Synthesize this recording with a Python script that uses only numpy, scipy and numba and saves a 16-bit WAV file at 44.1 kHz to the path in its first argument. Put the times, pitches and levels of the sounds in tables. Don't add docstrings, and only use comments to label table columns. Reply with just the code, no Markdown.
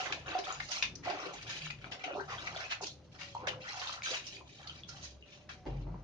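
import sys
import numpy as np
from scipy import signal
from scipy.fft import rfft, irfft
from scipy.io import wavfile
from scipy.ndimage import uniform_filter1d
from numba import njit

SR = 44100
rng = np.random.default_rng(int(sys.argv[2]) if len(sys.argv) > 2 else 0)


def int16_out(signal):
    q = np.round(np.clip(np.atleast_2d(signal).T, -1, 1) * 32767)
    wavfile.write(sys.argv[1], SR, q.astype(np.int16))


N = 265923
TIME = np.arange(N) / SR
PORT_LAG_S = 0.00022
BUBBLE_ATTACK_CYCLES = 1.26


def undb(db):
    return 10 ** (np.asarray(db) / 20)


def unit(x):
    return x / np.sqrt(np.mean(x ** 2) + 1e-20)


def curves(table):
    s, *columns = np.transpose(table)
    return [np.interp(TIME, s, column) for column in columns]


def colour(x, points):
    hz, db = np.transpose(points)
    f = np.fft.rfftfreq(2 * N, 1 / SR) + 1
    gain = undb(np.interp(np.log(f), np.log(hz), db))
    return irfft(rfft(x, 2 * N) * gain)[..., :N]


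def band(x, hz, q):
    b, a = signal.iirpeak(hz, max(q, 3 * hz / SR), fs=SR)
    return unit(signal.lfilter(b, a, x))


def sides(pan_db):
    return undb(np.array([[pan_db], [-pan_db]]) / 2)


def noise(width):
    mid, side = rng.standard_normal((2, N))
    return np.array([mid + width * side, mid - width * side])


def wander(rate):
    k = int(SR / rate)
    once = uniform_filter1d(rng.standard_normal(N), k, mode="wrap")
    return unit(uniform_filter1d(once, k, mode="wrap"))


def surges(table, rise, fade):
    def shape(t, length):
        build = np.clip(t / max(rise * length, .002), 0, 1)
        return build * np.exp(-np.clip((t - length) / fade, 0, 20))
    return np.array([(undb(db) * shape(TIME - start, length)) ** 2 for start, length, db, *_ in table])


def flow(table, rise, fade, rest_db, rest_tone):
    power, rest = surges(table, rise, fade), undb(rest_db) ** 2
    total = power.sum(axis=0) + rest
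    tone = (np.array(table)[:, -1] @ power + rest * rest_tone) / total
    return np.sqrt(total), tone


@njit
def rings(start, hz, t60, size, glide, attack_cycles):
    out = np.zeros(N)
    for k in range(len(start)):
        first = max(int(start[k] * SR) + 1, 0)
        last = min(int((start[k] + t60[k]) * SR), N)
        for i in range(first, last):
            t = i / SR - start[k]
            age = t / t60[k]
            onset = min(t * hz[k] / attack_cycles, 1.)
            tone = np.sin(2 * np.pi * hz[k] * t * (1 + glide[k] * age / 2))
            out[i] += size[k] * onset * np.exp(-6.9 * age) * tone
    return out


def bubbles(s, hz, t60, size, pan_db, glide, scatter_s=.00006):
    lag = PORT_LAG_S * np.clip(hz / 1500, 0, 1) + scatter_s * rng.standard_normal(len(s))
    rise = glide * rng.uniform(0, 2.07, len(s))

    def port(side):
        return rings(s + side * lag / 2, hz, t60, size * undb(side * pan_db / 2), rise, BUBBLE_ATTACK_CYCLES)
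    return np.array([port(1), port(-1)])


def swarm(pitch, count, cycles, spread_db, glide):
    s = rng.uniform(0, N / SR, count)
    hz = np.clip(pitch(s), 100, 11000)
    life = cycles * np.exp(0.21 * rng.standard_normal(count)) / hz
    size = undb(spread_db * np.minimum(rng.exponential(size=count), 3)) * hz ** .5
    return unit(bubbles(s, hz, life, size, 3 * rng.standard_normal(count), glide))


def droplets(count, cycles, spread_db):
    return swarm(lambda s: rng.uniform(577, 8150, len(s)), count, cycles, spread_db, glide=0.043)


def background(waver=0.0154):
    # frequency in Hz, level in dB.
    air = [(30, -11), (60, 8.5), (300, 13.5), (430, 0.5), (600, 14.5), (800, -24), (1200, -49.5),
           (2500, -25), (10000, -18.5)]
    # start in seconds, end in seconds, pitch in Hz, peak level in dB.
    coos = [(2.892, 3.15, 520, -65.5), (3.18, 3.503, 566, -58.5), (3.38, 3.677, 513.5, -51),
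            (3.786, 4.013, 568, -60), (4.85, 5.226, 594, -64.5), (5.193, 5.638, 593, -64),
            (5.527, 5.706, 740, -61)]
    out = unit(colour(noise(0.58), air)) * undb(-66.0)
    for start, end, hz, db in coos:
        drift = unit(uniform_filter1d(rng.standard_normal(N), SR // 40))
        along = np.clip((TIME - start) / (end - start), 0, 1)
        swell = np.abs(np.sin(np.pi * along)) ** .5
        phase = 2 * np.pi * np.cumsum(hz * (1 + waver * drift)) / SR
        out = out + np.sin(phase) * swell * undb(db)
    return out


def yard(x, t60=0.21, wet_db=-6, first_s=0.00418):
    t = TIME[:SR // 2]
    tail = rng.standard_normal((2, len(t))) * undb(-60 * t / t60) * (t > first_s)
    tail /= np.sqrt(np.sum(tail ** 2, axis=1, keepdims=True))
    return x + undb(wet_db) * signal.fftconvolve(x, tail, axes=1)[:, :x.shape[1]]


def hollow(x):
    return yard(x, t60=0.022, wet_db=-1, first_s=0)


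def walls(push):
    # frequency in Hz, width in Hz (1 at the least is used), level in dB.
    modes = [(50.4, 1.6, -4), (77.9, 0.73, -1), (113.4, 14, 2.5), (140.6, 5, -1.5), (166.4, 4.6, -9.5),
             (296, 2.2, -15.5)]
    return unit(sum(band(push, hz, hz / max(width, 1)) * undb(db) for hz, width, db in modes))


def drumming():
    # start in seconds, length in seconds, level in dB.
    presses = [(0, 0.32, -52.5), (.54, 0.12, -52), (.78, 0.17, -50.5), (.93, 0.15, -50), (1.17, 0.46, -55),
               (1.55, 0.39, -54), (2.1, 0.37, -53.5), (2.43, 0.13, -54.5), (2.7, 0.58, -60),
               (3.26, 0.35, -52.5), (4.55, 0.49, -53.5), (5.02, 0.16, -63), (5.28, 0.46, -55.5)]
    sway_db = -59.5
    power = surges(presses, rise=0.45, fade=0.017).sum(axis=0) + undb(sway_db) ** 2
    return walls(noise(.1)) * np.sqrt(power)


def groans(waver=0.032):
    # start in seconds, end in seconds, first pitch in Hz, last pitch in Hz,
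    # peak level in dB.
    flexes = [(1.572, 1.748, 170, 135.5, -43.5), (1.747, 1.839, 100, 120, -46.5),
              (4.385, 4.527, 72, 68, -55), (4.927, 5.302, 69.9, 66.5, -50), (5.664, 5.754, 147.3, 117, -36),
              (5.725, 5.873, 133.8, 135.6, -37.5), (5.834, 5.957, 104.6, 120, -44),
              (5.872, 5.978, 160, 177, -39.5), (5.926, 6.024, 131.4, 143.4, -42)]
    out, drift = 0, 1 + waver * wander(29)
    for start, end, first_hz, last_hz, db in flexes:
        along = np.clip((TIME - start) / (end - start), 0, 1)
        hz = first_hz * (last_hz / first_hz) ** along * drift
        out = out + np.sin(2 * np.pi * np.cumsum(hz) / SR) * np.sin(np.pi * along) * undb(db)
    return out


def thud(waver=0.0206):
    # time in seconds, level of the boom in dB.
    drag = [(5.655, -52), (5.69, -38), (5.76, -40.5), (5.92, -40), (5.97, -48), (6.03, -48)]
    # start in seconds, level in dB, pitch in Hz, fade time constant in seconds.
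    hits = [(5.657, -43.5, 420, 0.073), (5.864, -53.5, 795, 0.088), (5.939, -58.5, 980, 0.039)]
    # frequency in Hz, dB above the knock, 60 dB decay time in seconds.
    rim_modes = [(269, -1, 0.38), (315, 4.5, 0.21), (365, 5, 0.15), (462, -6, 0.28), (572.5, -1.5, 0.24),
                 (766, -6, 0.15), (860, -5, 0.12)]
    boom_hz = 47.6
    rasp_db = -4.5
    rasp_colour = [(30, 7), (47, 5.5), (70, 1.0), (110, 6.5), (140, 7.5), (300, 8.0), (900, 1.5), (2000, -8.0)]
    dull_colour = [(100, -7), (300, 7.0), (800, 10.0), (1300, -2.0), (2300, -3.5), (4000, -19), (9000, -23)]

    db, = curves(drag)
    boom = unit(np.sin(2 * np.pi * np.cumsum(boom_hz * (1 + waver * wander(16))) / SR))
    rasp = unit(colour(walls(noise(0.098)), rasp_colour))
    dragging = (boom + undb(rasp_db) * rasp) * undb(db) * (TIME > drag[0][0])

    dull = colour(noise(0.81), dull_colour)
    hz, rim_db, t60 = np.transpose(rim_modes)
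    knocks, rim = 0, 0
    for s, knock_db, knock_hz, fade in hits:
        knocks = knocks + burst(dull, s, 0.0052, fade, knock_hz, q=1.0) * undb(knock_db)
        starts = s + rng.uniform(0, 0.0135, len(hz))
        rim = rim + rings(starts, hz.copy(), t60.copy(), undb(knock_db + rim_db), 0 * hz, 0.39)
    return dragging + knocks + rim


def spray():
    # start in seconds, length in seconds, level in dB before the treble tilt,
    # fineness as treble over bass in dB.
    showers = [(-.02, 0.026, -37.5, 4), (.1, 0.1, -54.5, 0), (.255, 0.13, -48, -2.5),
               (.43, 0.12, -47.5, 6.5), (.6, 0.077, -57.5, 14), (.73, 0.039, -42, 14),
               (1.035, 0.14, -53, -3.5), (1.18, 0.083, -45, -2.5), (1.32, 0.11, -52.5, 1.5),
               (1.46, 0.21, -47, 6), (1.78, 0.089, -57.5, -2), (1.99, 0.096, -55.5, -8),
               (2.12, 0.13, -68.5, 29), (2.3, 0.35, -53, 6.5), (2.54, 0.18, -53, -1),
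               (2.82, 0.02, -51.5, 31), (3.115, 0.034, -62.5, 8), (3.24, 0.12, -58, 9.5),
               (3.38, 0.11, -65.5, -12), (3.6, 0.098, -53.5, 0.5), (3.66, 0.28, -48.5, 11),
               (4.026, 0.13, -43, 13.5), (4.23, 0.12, -54, 12), (4.44, 0.35, -60, 8),
               (4.87, 0.21, -60.5, 19), (5.25, 0.13, -62.5, -0.5), (5.49, 0.019, -55, 5),
               (5.68, 0.14, -69, -7)]
    # frequency in Hz, level in dB.
    spectrum = [(300, -29.5), (520, -3.5), (800, -17), (1400, 4), (1900, 3.5), (2500, 10), (3500, 0.5),
                (5000, -1.5), (6500, -1.5), (10000, -2.5)]
    gain, mist_db = flow(showers, rise=0.097, fade=0.037, rest_db=-77.5, rest_tone=11)

    def plink_hz(s):
        return 2600 * 2 ** (.7 * rng.standard_normal(len(s)))

    def fizz_hz(s):
        return rng.uniform(3200, 7200, len(s))
    ticks = droplets(count=30000, cycles=9.1, spread_db=0.0)
    plinks = swarm(plink_hz, count=4200, cycles=70, spread_db=2.2, glide=.08)
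    fizz = swarm(fizz_hz, count=2000, cycles=130, spread_db=2.5, glide=.03)
    water = colour(ticks + undb(2) * plinks + undb(-1) * fizz, spectrum)

    shift = np.clip(.5 + wander(4.8), 0, 1)
    echoed = shift * hollow(water) + (1 - shift) * hollow(water)
    water = unit(echoed * undb(2.2 * wander(74)))
    coarse = signal.sosfiltfilt(signal.butter(2, 3500, fs=SR, output="sos"), water)
    fine = water - coarse
    return (coarse * undb(-mist_db / 2) + fine * undb(mist_db / 2)) * gain


def burst(water, s, rise, fade, hz, q):
    first, rise, fade = int(max(s, 0) * SR), max(rise, .0003), max(fade, .002)
    t = TIME[:min(SR // 4, N - first)]
    stop = first + len(t)
    shape = np.minimum(t / rise, 1) * np.exp(-np.maximum(t - rise, 0) / fade)
    texture = band(hollow(water[:, first:stop]), hz, q)
    out = np.zeros((2, N))
    out[:, first:stop] = band(texture, hz, q * 0.059) * shape
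    return out


def splashes():
    # start in seconds, level in dB before a common trim, pitch in Hz,
    # left minus right in dB, fade time constant in seconds.
    handfuls = [(0.0542, -33.5, 1680, -5.5, 0.028), (0.121, -29, 2800, -1, 0.013),
                (0.385, -38, 4500, 6.5, 0.016), (0.598, -35.5, 1900, -3, 0.012),
                (0.685, -40, 5200, -6, 0.013), (0.8229, -24.5, 3100, -1, 0.015),
                (.953, -36.5, 5600, 4, 0.0034), (1.097, -35.5, 3570, 5, 0.013),
                (1.702, -32.5, 2420, 0, 0.0044), (2.036, -36.5, 2420, 2, 0.016),
                (2.469, -34.5, 2250, 4, 0.011), (2.601, -37, 2300, -5, 0.023),
                (2.8116, -41, 6260, 1, 0.025), (2.864, -35, 5500, 3, 0.0096),
                (3.469, -28, 1530, -5.5, 0.0073), (3.48, -30, 2900, 4, 0.0098),
                (3.812, -36, 1580, -3, 0.026), (3.87, -39.5, 3800, 5, 0.035),
                (4.109, -37, 3010, -8, 0.0097), (4.265, -40.5, 5900, -2, .02), (4.67, -39, 4100, 1, 0.0094),
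                (4.8863, -40, 5140, 0.5, 0.013), (5.49, -43.5, 1740, 7, 0.022),
                (5.66, -48.5, 1890, 0.5, 0.029)]
    # start in seconds, rise in seconds, fade time constant in seconds,
    # level in dB, pitch in Hz.
    falling = [(0.704, 0.014, 0.022, -35, 4200), (1.027, 0.027, 0.11, -42.5, 1760),
               (1.33, 0.0091, 0.015, -48, 6040), (1.419, 0.012, 0.0087, -48, 5200),
               (1.481, 0.024, 0.049, -42.5, 3030), (1.91, 0.014, 0.023, -41.5, 2440),
               (2.275, 0.037, 0.052, -45.5, 2240), (2.694, 0.03, 0.015, -33.5, 2550),
               (3.182, 0.036, 0.028, -44, 2780), (4.115, 0.034, 0.036, -40, 2430),
               (5.016, 0.026, 0.03, -46.5, 4600), (5.26, 0.091, 0.035, -60, 3620)]
    slap_width_hz, slap_trim_db = 1570, -4.0
    colouring = [(200, -16.5), (700, 2.5), (1500, -0.5), (4000, -4.0), (10000, -4.5)]  # (Hz, dB)
    dense = colour(droplets(count=70000, cycles=5.2, spread_db=-1.0), colouring)
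    loose = colour(droplets(count=50000, cycles=7.8, spread_db=-4.5), colouring)
    out = np.zeros((2, N))
    for s, db, hz, pan_db, fade in handfuls:
        slap = burst(dense, s, 0.0043, fade, hz, hz / slap_width_hz)
        out += slap * undb(db + slap_trim_db) * sides(pan_db)
    for s, rise, fade, db, hz in falling:
        out += burst(loose, s, rise, fade, hz, q=1.0) * undb(db)
    return out


def smacks():
    # start in seconds, level in dB, pitch in Hz.
    blobs = [(0.109, -35, 3270), (0.1247, -27, 2580), (0.6031, -26, 1810), (0.8253, -14.5, 2510),
             (0.842, -32, 2550), (1.6679, -27, 1370), (1.843, -28, 1460), (2.142, -40.5, 3570),
             (2.8429, -28.5, 2700), (3.7968, -32, 4540), (3.8956, -24, 1140), (4.021, -26.5, 2290),
             (4.173, -28, 2380), (5.4905, -35.5, 1800)]
    # multiple of its pitch, dB relative to the smack.
    partials = [(0.73, -11), (0.999, -0.5), (1.46, -13.5), (2.2, -15)]
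    s, db, hz = np.transpose(blobs).copy()
    t60 = np.full(len(s), 0.0073)
    return sum(rings(s, hz * multiple, t60, undb(db + partial_db), 0 * hz, BUBBLE_ATTACK_CYCLES)
               for multiple, partial_db in partials)


def pockets(table, glide):
    s, db, hz, pan_db, t60 = np.array(table, float).T.copy()
    return bubbles(s, hz, np.maximum(t60, .005), undb(db), pan_db, glide)


def gulps(count=20, scatter=0.0906, t60=0.028, swell_db=5, uneven_db=3):
    # start in seconds, end in seconds, first pitch in Hz,
    # last pitch in Hz, rms level over that span in dB.
    cups = [(0.252, 0.306, 1460, 1380, -53), (0.485, 0.532, 890, 1400, -48.5),
            (1.061, 1.146, 565, 755, -44), (1.615, 1.668, 2350, 3050, -52.5),
            (2.044, 2.15, 2880, 2550, -53.5), (2.05, 2.129, 1260, 1520, -56), (2.082, 2.139, 700, 468, -47),
            (2.126, 2.221, 308, 446, -45), (2.146, 2.21, 580, 906, -45.5), (2.149, 2.217, 896, 1580, -48.5),
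            (2.207, 2.262, 1460, 1700, -63), (2.318, 2.375, 1360, 656, -50), (2.375, 2.41, 3150, 3640, -50),
            (2.565, 2.63, 1390, 1600, -53), (2.802, 2.846, 1170, 625, -51.5),
            (2.809, 2.849, 490, 303, -50.5), (2.857, 2.922, 3400, 4070, -54.5),
            (3.359, 3.48, 878, 1080, -52.5), (3.43, 3.48, 1300, 1640, -55), (3.49, 3.616, 550, 504, -58),
            (3.635, 3.721, 1230, 2750, -49.5), (3.723, 3.805, 830, 830, -55),
            (4.094, 4.147, 428, 724, -45.5), (4.103, 4.179, 1430, 1910, -55)]
    out = 0
    for start, end, first_hz, last_hz, db in cups:
        along = (np.arange(count) + rng.uniform(0, 1, count)) / count
        hz = first_hz * (last_hz / first_hz) ** along * 2 ** (scatter * rng.standard_normal(count))
        size = undb(swell_db * np.sin(np.pi * along) + uneven_db * rng.standard_normal(count))
        chain = bubbles(start + along * (end - start), hz, np.full(count, t60), size, 0, 0.13)
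        out = out + unit(chain) * np.sqrt(abs(end - start) * SR / N) * undb(db)
    return out


def churn():
    # start in seconds, length in seconds, level in dB,
    # bubble pitch in Hz.
    strokes = [(-.03, 0.1, -45.5, 800), (.1, 0.021, -44.5, 709), (.255, 0.14, -45, 825),
               (.46, 0.036, -44.5, 880), (.68, 0.092, -51, 972), (0.92, 0.09, -57.5, 258.4),
               (1.04, 0.095, -44, 702), (1.18, 0.12, -45.5, 734), (1.42, 0.19, -57, 781),
               (1.82, 0.16, -53.5, 634), (2.03, .17, -51, 765), (2.275, 0.075, -48, 1060),
               (2.39, 0.24, -50, 849), (2.7, 0.048, -54.5, 1188), (2.8, 0.028, -54, 586),
               (3.13, 0.1, -63, 1130), (3.42, 0.097, -47.5, 700), (3.62, 0.36, -51, 1180),
               (4.06, 0.069, -53, 682), (4.32, 0.12, -62, 582), (4.58, 0.11, -60, 1176),
               (4.88, 0.1, -62.5, 1136)]
    # frequency in Hz, level in dB.
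    spectrum = [(150, -25), (300, 5), (550, -3), (750, 2.5), (950, -3), (1350, 5.5), (1900, 2.5),
                (3500, -17), (9000, -18)]
    gain, hz = flow(strokes, rise=0.18, fade=0.0597, rest_db=-68.5, rest_tone=470)

    def pitch(s):
        return np.interp(s, TIME, hz) * 2 ** (0.6033 * rng.standard_normal(len(s)))
    water = swarm(pitch, count=4000, cycles=34.6, spread_db=3.0, glide=0.19)
    return unit(colour(water, spectrum)) * gain


def scene():
    # start in seconds, level in dB, pitch in Hz, left minus right in dB,
    # 60 dB decay time in seconds.
    plops = [(.001, -29.5, 750, -1, 0.053), (.351, -23.5, 734, -0.5, 0.094), (.351, -33, 1305, -2, 0.02),
             (.384, -33.5, 681.5, -5, 0.095), (.387, -33.5, 370, 3, 0.039), (.477, -35.5, 751, -1, 0.12),
             (.504, -31.5, 1235, 8, 0.03), (1.072, -28.5, 679.4, -3, 0.11), (1.136, -41, 738, 4, 0.055),
             (1.172, -35, 740, -1, 0.051), (1.254, -43, 493, 9, 0.15), (1.335, -43.5, 800, 6, 0.08),
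             (2.041, -34.5, 740, 0, 0.07), (2.079, -30.5, 692, -2, 0.044), (2.15, -30.5, 690, -5, 0.036),
             (2.169, -30.5, 862, -7, 0.029), (2.199, -38, 1540, 11.5, 0.062), (2.32, -32, 1153, 4, 0.031),
             (2.562, -34, 650, -1, 0.059), (2.809, -30, 710, 1, 0.022), (3.35, -26.5, 895, 1, 0.025),
             (3.365, -32.5, 915, -3, 0.046), (3.474, -25.5, 584, 6, 0.024), (3.77, -41.5, 744, -3, 0.1),
             (4.0605, -27.5, 1584, -1, 0.026), (4.07, -35, 1260, 1, 0.032), (4.41, -41, 980, 2, 0.022),
             (4.891, -46, 1360, -10, 0.032), (4.946, -53.5, 802, 5, 0.14), (5.868, -48.5, 830, 1, 0.049),
             (5.943, -43.5, 970, 0, 0.032)]
    # start in seconds, level in dB, pitch in Hz, left minus right in dB.
    drips = [(0.443, -37.5, 3580, -1.5), (.525, -30, 6700, 2), (.603, -30, 1740, 3),
             (.604, -35.5, 2040, 18), (1.202, -43, 5500, 14), (1.702, -36, 2354, 12),
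             (1.843, -37.5, 2250, 2.5), (2.04, -37, 3000, 5), (2.475, -31.5, 2140, -7),
             (2.562, -33.5, 3330, 2), (2.64, -34.5, 2420, 3), (3.492, -27.5, 2900, 1.5),
             (3.872, -33, 3610, -6), (4.368, -38, 2320, -5), (4.696, -33, 3000, 0), (4.835, -38, 3380, 4),
             (5.225, -44, 2730, 0)]
    drip_t60_s = 0.019
    ringing_drips = [(*drip, drip_t60_s) for drip in drips]
    single = pockets(plops, glide=0.14) + pockets(ringing_drips, glide=0.18) + smacks()
    single = yard(single, t60=0.11, wet_db=-5, first_s=0.006)
    water = churn() + gulps() + spray() + splashes() + single
    return background() + drumming() + groans() + thud() + yard(water)


def record(dry):
    # frequency in Hz, left minus right in dB.
    balance = [(100, 1), (280, 2.5), (600, -1), (1200, 1.5), (2300, 4), (4500, -1.5), (8000, -5.5)]
    # frequency in Hz, gain in dB.
    response = [(22, -27.5), (42, -3.5), (6200, 2.5), (7000, -5), (7600, -13), (8200, -35.5), (8600, -11),
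                (9100, -7.5), (9800, -19.5)]
    top_hz = 9950
    left, right = [colour(x, [(hz, side * db / 2) for hz, db in balance]) for x, side in zip(dry, (1, -1))]
    heard = colour(np.array([left, right]), response)
    return signal.sosfilt(signal.ellip(8, .2, 70, top_hz, fs=SR, output="sos"), heard)


dry = scene()
out = record(dry)
int16_out(out)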